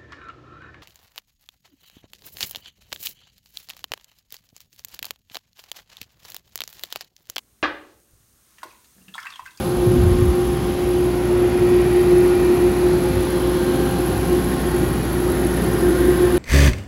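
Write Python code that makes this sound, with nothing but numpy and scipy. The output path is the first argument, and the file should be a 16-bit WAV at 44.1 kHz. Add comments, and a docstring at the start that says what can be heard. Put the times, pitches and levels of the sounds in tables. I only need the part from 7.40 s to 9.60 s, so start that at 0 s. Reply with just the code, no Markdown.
"""A quiet, tiled bathroom, with foam fizzing faintly on the bath water over a low rumble and soft hiss.
Something knocks hard against the tub, and tub and room ring. After a few faint, dull thumps a hand
slaps into the water, bumps the tub below the surface and lifts out again, shedding drips.
Hand and drips smack the surface and trap air that plinks as bubbles, echoing off tub walls and tiles."""
import sys
import numpy as np
from scipy import signal
from scipy.io import wavfile
from scipy.ndimage import uniform_filter1d, minimum_filter1d

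SR = 44100
rng = np.random.default_rng(int(sys.argv[2]) if len(sys.argv) > 2 else 0)


def wav_out(sig):
    """Save sig, one row per channel (or a flat mono array), as 16-bit PCM at SR to the path in sys.argv[1]."""
    wavfile.write(sys.argv[1], SR, np.round(np.clip(np.atleast_2d(sig).T, -1, 1) * 32767).astype(np.int16))


N = 97020
T = np.arange(N) / SR
TOP_HZ = 15950


def amp(db):
    """Decibels to gain."""
    return 10 ** (np.asarray(db) / 20)


def unit(x):
    """Scales to rms 1."""
    return x / np.sqrt(np.mean(x ** 2) + 1e-20)


def curve_at(points, hz):
    """Reads a curve on a log-frequency axis."""
    f, value = np.transpose(points)
    return np.interp(np.log(hz + 1), np.log(f), value)


def fader(points):
    """Gain over time from rows of seconds and dB."""
    return amp(np.interp(T, *np.transpose(points)))


def add(mix, start_s, sound):
    """Mixes a sound in at a time."""
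    part = mix[round(start_s * SR):][:len(sound)]
    part += sound[:len(part)]


def eq(x, points, size=8192):
    """Minimum-phase EQ from rows of Hz and dB."""
    log_gain = np.log(amp(curve_at(points, abs(np.fft.fftfreq(size, 1 / SR)))))
    taps = np.fft.ifft(np.exp(np.conj(signal.hilbert(log_gain)))).real
    return signal.fftconvolve(x, taps[:size // 2])[:N]


def noise(points):
    """Steady noise through an EQ, at rms 1."""
    return unit(eq(rng.standard_normal(N), points))


def envelope(t, t60, rise_s):
    """A soft attack on a decay that falls 60 dB in t60 seconds."""
    return (1 - np.exp(-t / rise_s)) * np.exp(-np.log(1000) * t / t60)


def ring(hz, t60, rise_s, glide=0):
    """A dying sine, its pitch rising by the share glide over t60 seconds."""
    t = np.arange(0, 2 * t60, 1 / SR)
    phase = 2 * np.pi * hz * t * (1 + glide * t / t60 / 2)
    return np.sin(phase) * envelope(t, t60, rise_s)


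def grains(per_s, spread_db):
    """Random clicks, most small and a few large."""
    hits = rng.random(N) < per_s / SR
    return hits * amp(spread_db * np.minimum(rng.exponential(1, N), 4))


# Tone of the foam. Each row: frequency in Hz, gain in dB.
FOAM_EQ = [(500, -24.5), (3000, -21), (5000, -7.5), (6500, 0.5), (7400, -3.5), (9000, 1.5), (10400, -3.5),
           (12000, -2), (16000, -5)]
# The foam's slow swell. Each row: time in seconds, level in dB.
FOAM_FADER = [(0, -65), (.5, -64), (.9, -62), (1.25, -59.5), (1.6, -58.5), (2.2, -58.5)]


def foam(pops_db=-11.5):
    """A fine, bright fizz flecked with the pops of bursting foam."""
    pops = unit(grains(per_s=500, spread_db=5.5) * rng.standard_normal(N))
    fizz = rng.standard_normal(N) + amp(pops_db) * pops
    return unit(eq(fizz, FOAM_EQ)) * fader(FOAM_FADER)


# Tone of the hiss and of the rumble. Each row: frequency in Hz, gain in dB.
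HISS_EQ = [(400, -11), (1400, -1), (2500, -4.5), (4200, 0), (6500, -9.5), (16000, -35)]
RUMBLE_EQ = [(20, -15.5), (40, -5.5), (60, 6), (85, -3.5), (115, 1), (150, -7.5), (220, -3), (300, -7.5),
             (600, -14), (1500, -30.5), (4000, -30.5), (16000, -45)]
# Rise and fall of the hiss. Each row: time in seconds, level in dB.
HISS_FADER = [(0, -77), (.2, -73.5), (.5, -65), (.65, -75.5), (.8, -72), (.95, -72.5), (1.1, -67),
              (1.5, -68.5), (2.2, -63)]


def room_tone(rumble_db=-66.5):
    """A soft mid-range hiss drifts in level over the room's steady low rumble."""
    return noise(HISS_EQ) * fader(HISS_FADER) + amp(rumble_db) * noise(RUMBLE_EQ)


# Contacts of the knock. Each row: start in seconds, relative level in dB, treble roll-off in Hz,
# pitch of a short ring in Hz, its level in dB.
KNOCK_HITS = [(.2281, 8, 5000, 2750, -20), (0.2305, 0.5, 1500, 605, -9.5), (0.2306, -1, 3600, 2585, -17.5),
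              (.2398, 3, 2000, 1680, -7.5)]
# Tone of the crack. Each row: frequency in Hz, gain in dB.
KNOCK_EQ = [(40, -26), (62, -13), (90, -16), (160, -19.5), (300, -1), (420, -9.5), (560, -2.5), (750, -9),
            (1100, -1), (1750, -1), (2200, -8.5), (2650, -7.5), (3300, -10.5), (4500, -13.5), (6200, -22.5),
            (8000, -37.5), (15000, -48.5)]
# The tub's ringing notes. Each row: pitch in Hz, relative level in dB, seconds to fall 60 dB.
TUB_NOTES = [(262, 8, 0.047), (314.6, 11.5, .11), (304.6, 2.5, 0.53), (475.7, 5, .08), (481.6, -4.5, 0.24),
             (571.6, -2, 0.58), (923, -7.5, .26), (1068, 4, 0.2), (1160, 0, .33), (1263, -3.5, 0.3),
             (1342, -2, 0.25), (1471, -6, 0.25), (1620, -4, .3), (1678, 0, .22), (1953, -4, 0.3),
             (2463, 4, 0.17)]


def knock(hit_db=4, tub_db=-31.5, reverb_db=8.5):
    """A quick clatter of hard contacts rings the tub and fills the room."""
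    blows, body = np.zeros(N), np.zeros(N)
    for start, db, dull_hz, ring_hz, ring_db in KNOCK_HITS:
        push = np.exp(-2 * np.pi * dull_hz * T[:SR // 20])
        add(blows, start, amp(db + hit_db) * push / push.sum())
        add(body, start, amp(ring_db) * ring(ring_hz, t60=0.023, rise_s=1 / ring_hz))
    for hz, db, t60 in TUB_NOTES:
        add(body, KNOCK_HITS[0][0], amp(db + tub_db) * ring(hz, t60, rise_s=0.016 * t60))
    crack = eq(blows, KNOCK_EQ)
    return crack + body + amp(reverb_db) * tile_reverb(crack)


# The bathroom's decay. Each row: frequency in Hz, seconds to fall 60 dB.
REVERB_TIMES = [(70, 0.63), (170, 0.53), (320, 0.68), (600, 0.59), (1200, 0.43), (2700, 0.46), (5000, .32),
                (15000, 0.13)]


def tile_reverb(x, onset_s=0.0014, early_db=1.5, early_s=0.02):
    """Dense reflections off the tiles: strong at first, the low mids lasting longest."""
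    hz, frame_s, spectrum = signal.stft(rng.choice([-1., 1.], SR), SR, nperseg=256)
    decay = np.exp(-np.log(1000) * frame_s / curve_at(REVERB_TIMES, hz)[:, None])
    tail = signal.istft(spectrum * decay, SR)[1][:SR]
    t = T[:SR]
    tail *= (1 - np.exp(-t / onset_s)) * (1 + amp(early_db) * np.exp(-t / early_s))
    return signal.fftconvolve(x, tail / np.linalg.norm(tail))[:N]


# Soft low thumps. Each row: start in seconds, relative level in dB.
THUMP_HITS = [(.728, -54.5), (.80, -59.5), (.87, -63), (.93, -62), (2.02, -60.5), (2.045, -59)]
# Their bass-heavy tone. Each row: frequency in Hz, gain in dB.
THUMP_EQ = [(20, -3), (60, -3.5), (110, 4.5), (180, -11), (350, -24), (1500, -41)]


def thumps(decay_s=0.027, gain_db=22.5):
    """Faint, dull thumps: short puffs of noise with the top rolled off."""
    puffs, t = np.zeros(N), T[:SR // 4]
    for start, db in THUMP_HITS:
        add(puffs, start, amp(db) * rng.standard_normal(len(t)) * np.exp(-t / decay_s))
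    return amp(gain_db) * eq(puffs, THUMP_EQ)


def plink(hz, cycles):
    """One bubble rings briefly, rising in pitch as it nears the surface."""
    return ring(hz, t60=cycles / hz, rise_s=0.72 / hz, glide=0.051)


# Water running off the hand. Each row: time in seconds, level in dB.
TRICKLE_FADER = [(.95, -76), (1.15, -68.5), (1.3, -58.5), (1.42, -71), (1.72, -71.5), (1.79, -53),
                 (1.835, -48), (1.865, -66), (1.9, -48), (1.96, -56.5), (2.03, -65), (2.08, -55.5),
                 (2.2, -100)]


def trickle(bubbles_per_s=1400, low_hz=1043, high_hz=10800, pitches=30):
    """Many tiny bubbles while the hand stirs the water and drains."""
    out = np.zeros(N)
    for hz in np.geomspace(low_hz, high_hz, pitches):
        triggers = grains(bubbles_per_s / pitches, spread_db=2.5)
        out += signal.oaconvolve(triggers, plink(hz, cycles=18))[:N]
    return unit(out) * fader(TRICKLE_FADER)


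# Skin or drips hitting the water. Each row: start in seconds, relative level in dB, band centre in Hz.
SMACK_HITS = [(1.1835, -21, 2560), (1.2313, -12.5, 2500), (1.232, -16.5, 6060), (1.236, -18, 7150),
              (1.4448, -26.5, 4520), (1.682, -24, 2960), (1.7419, -17, 3670), (1.754, -20.5, 8500),
              (1.762, -20.5, 4460), (1.7803, -15.5, 2980), (1.802, -19, 5900), (1.829, -20, 4470),
              (1.844, -33, 6500), (1.853, -16.5, 2020), (1.868, -17, 3000), (1.9023, -21, 4140),
              (1.926, -45, 3660), (1.959, -19, 3070), (1.9948, -18, 1820), (2.056, -22.5, 4000),
              (2.062, -18, 3500), (2.069, -31, 8900), (2.1081, -24, 4500), (2.174, -21.5, 5500)]
# Tone shared by all smacks. Each row: frequency in Hz, gain in dB.
SMACK_EQ = [(100, -21.5), (500, -6.5), (1200, 1.5), (3000, -4), (6000, -6), (10000, -7), (16000, -4.5)]


def smacks(decay_s=0.0054, edge_ratio=1.9):
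    """Very short sprays where the surface is struck, each with its own brightness."""
    out, t = np.zeros(N), T[:SR // 20]
    for start, db, hz in SMACK_HITS:
        band = signal.butter(1, [hz / edge_ratio, min(hz * edge_ratio, TOP_HZ)], "bandpass", fs=SR)
        spray = signal.lfilter(*band, rng.standard_normal(len(t)) * np.exp(-t / decay_s))
        add(out, start, amp(db) * spray / np.linalg.norm(spray))
    return eq(out, SMACK_EQ)


# Single bubbles. Each row: start in seconds, pitch in Hz, relative level in dB, cycles to fall 60 dB.
BUBBLE_NOTES = [(1.219, 1450, -36, 14), (1.2312, 1013, -18.5, 18), (1.2342, 1460, -29.5, 27),
                (1.233, 590, -36.5, 18.5), (1.2305, 295, -43, 9.9), (1.253, 340, -33, 8.7),
                (1.254, 522, -32.5, 6.2), (1.308, 2490, -45.5, 110), (1.313, 1070, -46, 23),
                (1.582, 1670, -49, 28), (1.615, 2760, -56, 130), (1.6832, 2700, -33.5, 32),
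                (1.687, 1710, -46.5, 70), (1.7401, 3330, -27.5, 89), (1.747, 3710, -27.5, 41),
                (1.745, 1320, -31.5, 57), (1.7535, 8300, -22, 15), (1.754, 980, -19, 9.8),
                (1.78, 1000, -26, 17.6), (1.7804, 1740, -19.5, 35), (1.785, 2110, -25.5, 35),
                (1.789, 1370, -18, 15), (1.802, 5200, -32, 43), (1.817, 1790, -42, 19),
                (1.83, 5170, -36, 56), (1.8298, 1330, -32, 58), (1.846, 1556, -32.5, 67),
                (1.854, 1028, -29, 28), (1.859, 1980, -20.5, 16), (1.860, 2330, -39, 65),
                (1.863, 1540, -27, 37), (1.8677, 2608, -24, 77), (1.867, 1148, -26, 22),
                (1.87, 1846, -25, 35), (1.905, 4450, -25.5, 17.7), (1.905, 5160, -41, 40),
                (1.925, 3610, -33, 88), (1.938, 3320, -31.5, 70), (1.9578, 3140, -27.5, 45),
                (1.957, 1010, -40, 54), (1.968, 4070, -43, 51), (1.9936, 1006, -20, 26.3),
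                (2.056, 2020, -34.5, 47), (2.0612, 1547, -28, 43), (2.074, 1540, -32.5, 52),
                (2.078, 2580, -35.5, 50), (2.108, 3700, -38.5, 37), (2.150, 3440, -49, 98),
                (2.174, 4740, -32, 32), (2.1762, 6730, -32.5, 23), (2.188, 2494, -43.5, 78)]


def bubbles():
    """Air trapped by the hand and by falling drips plinks, radiating little below its pitch."""
    out = np.zeros(N)
    for start, hz, db, cycles in BUBBLE_NOTES:
        low_cut = signal.butter(3, 0.8 * hz, "highpass", fs=SR)
        add(out, start, amp(db) * signal.lfilter(*low_cut, plink(hz, cycles)))
    return out


# First reflections in the tub. Each row: delay in seconds, linear gain.
WALL_TAPS = [(.0062, 0.22), (0.012, .17), (.027, .15)]


def wall_echoes(water):
    """The tub walls throw back quick, quieter copies of the water."""
    out = np.zeros(N)
    for delay, gain in WALL_TAPS:
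        add(out, delay, gain * water)
    return out


# The hand bumping the tub. Each row: start in seconds, relative level in dB.
BUMP_HITS = [(1.556, -51.5), (1.577, -52), (1.614, -56.5), (1.679, -47)]
# Tone of its rub. Each row: frequency in Hz, gain in dB.
RUB_EQ = [(40, -37), (120, -14), (190, 4), (300, -8.5), (700, -17.5), (1500, -32.5), (5000, -37)]


def bumps(note_hz=189.3, rub_db=-5.5):
    """Soft contacts under water keep one low note of the tub sounding, with a dull rub."""
    swell = np.zeros(N)
    for start, db in BUMP_HITS:
        add(swell, start, amp(db) * envelope(T, t60=0.28, rise_s=0.0045))
    return swell * (np.sin(2 * np.pi * note_hz * T) + amp(rub_db) * noise(RUB_EQ))


def scene(reverb_db=-7.5):
    """Mono mix: the water and its echoes, the knock, bumps and thumps, over foam and room tone."""
    water = bubbles() + smacks() + trickle()
    echoes = wall_echoes(water) + amp(reverb_db) * tile_reverb(water)
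    return (water + echoes + knock() + bumps() + thumps() + foam() + room_tone())[None]


def record(dry, ceiling=0.33, window_s=0.003):
    """A fast limiter holds down the loudest peaks; a steep low-pass trims the very top."""
    span = round(window_s * SR)
    needed_gain = ceiling / np.maximum(abs(dry), ceiling)
    smooth_gain = uniform_filter1d(minimum_filter1d(needed_gain, span), span)
    low_pass = signal.firwin(511, TOP_HZ, window=("kaiser", 9), fs=SR)
    return signal.oaconvolve(dry * smooth_gain, low_pass[None], "same")


dry = scene()
out = record(dry)
wav_out(out)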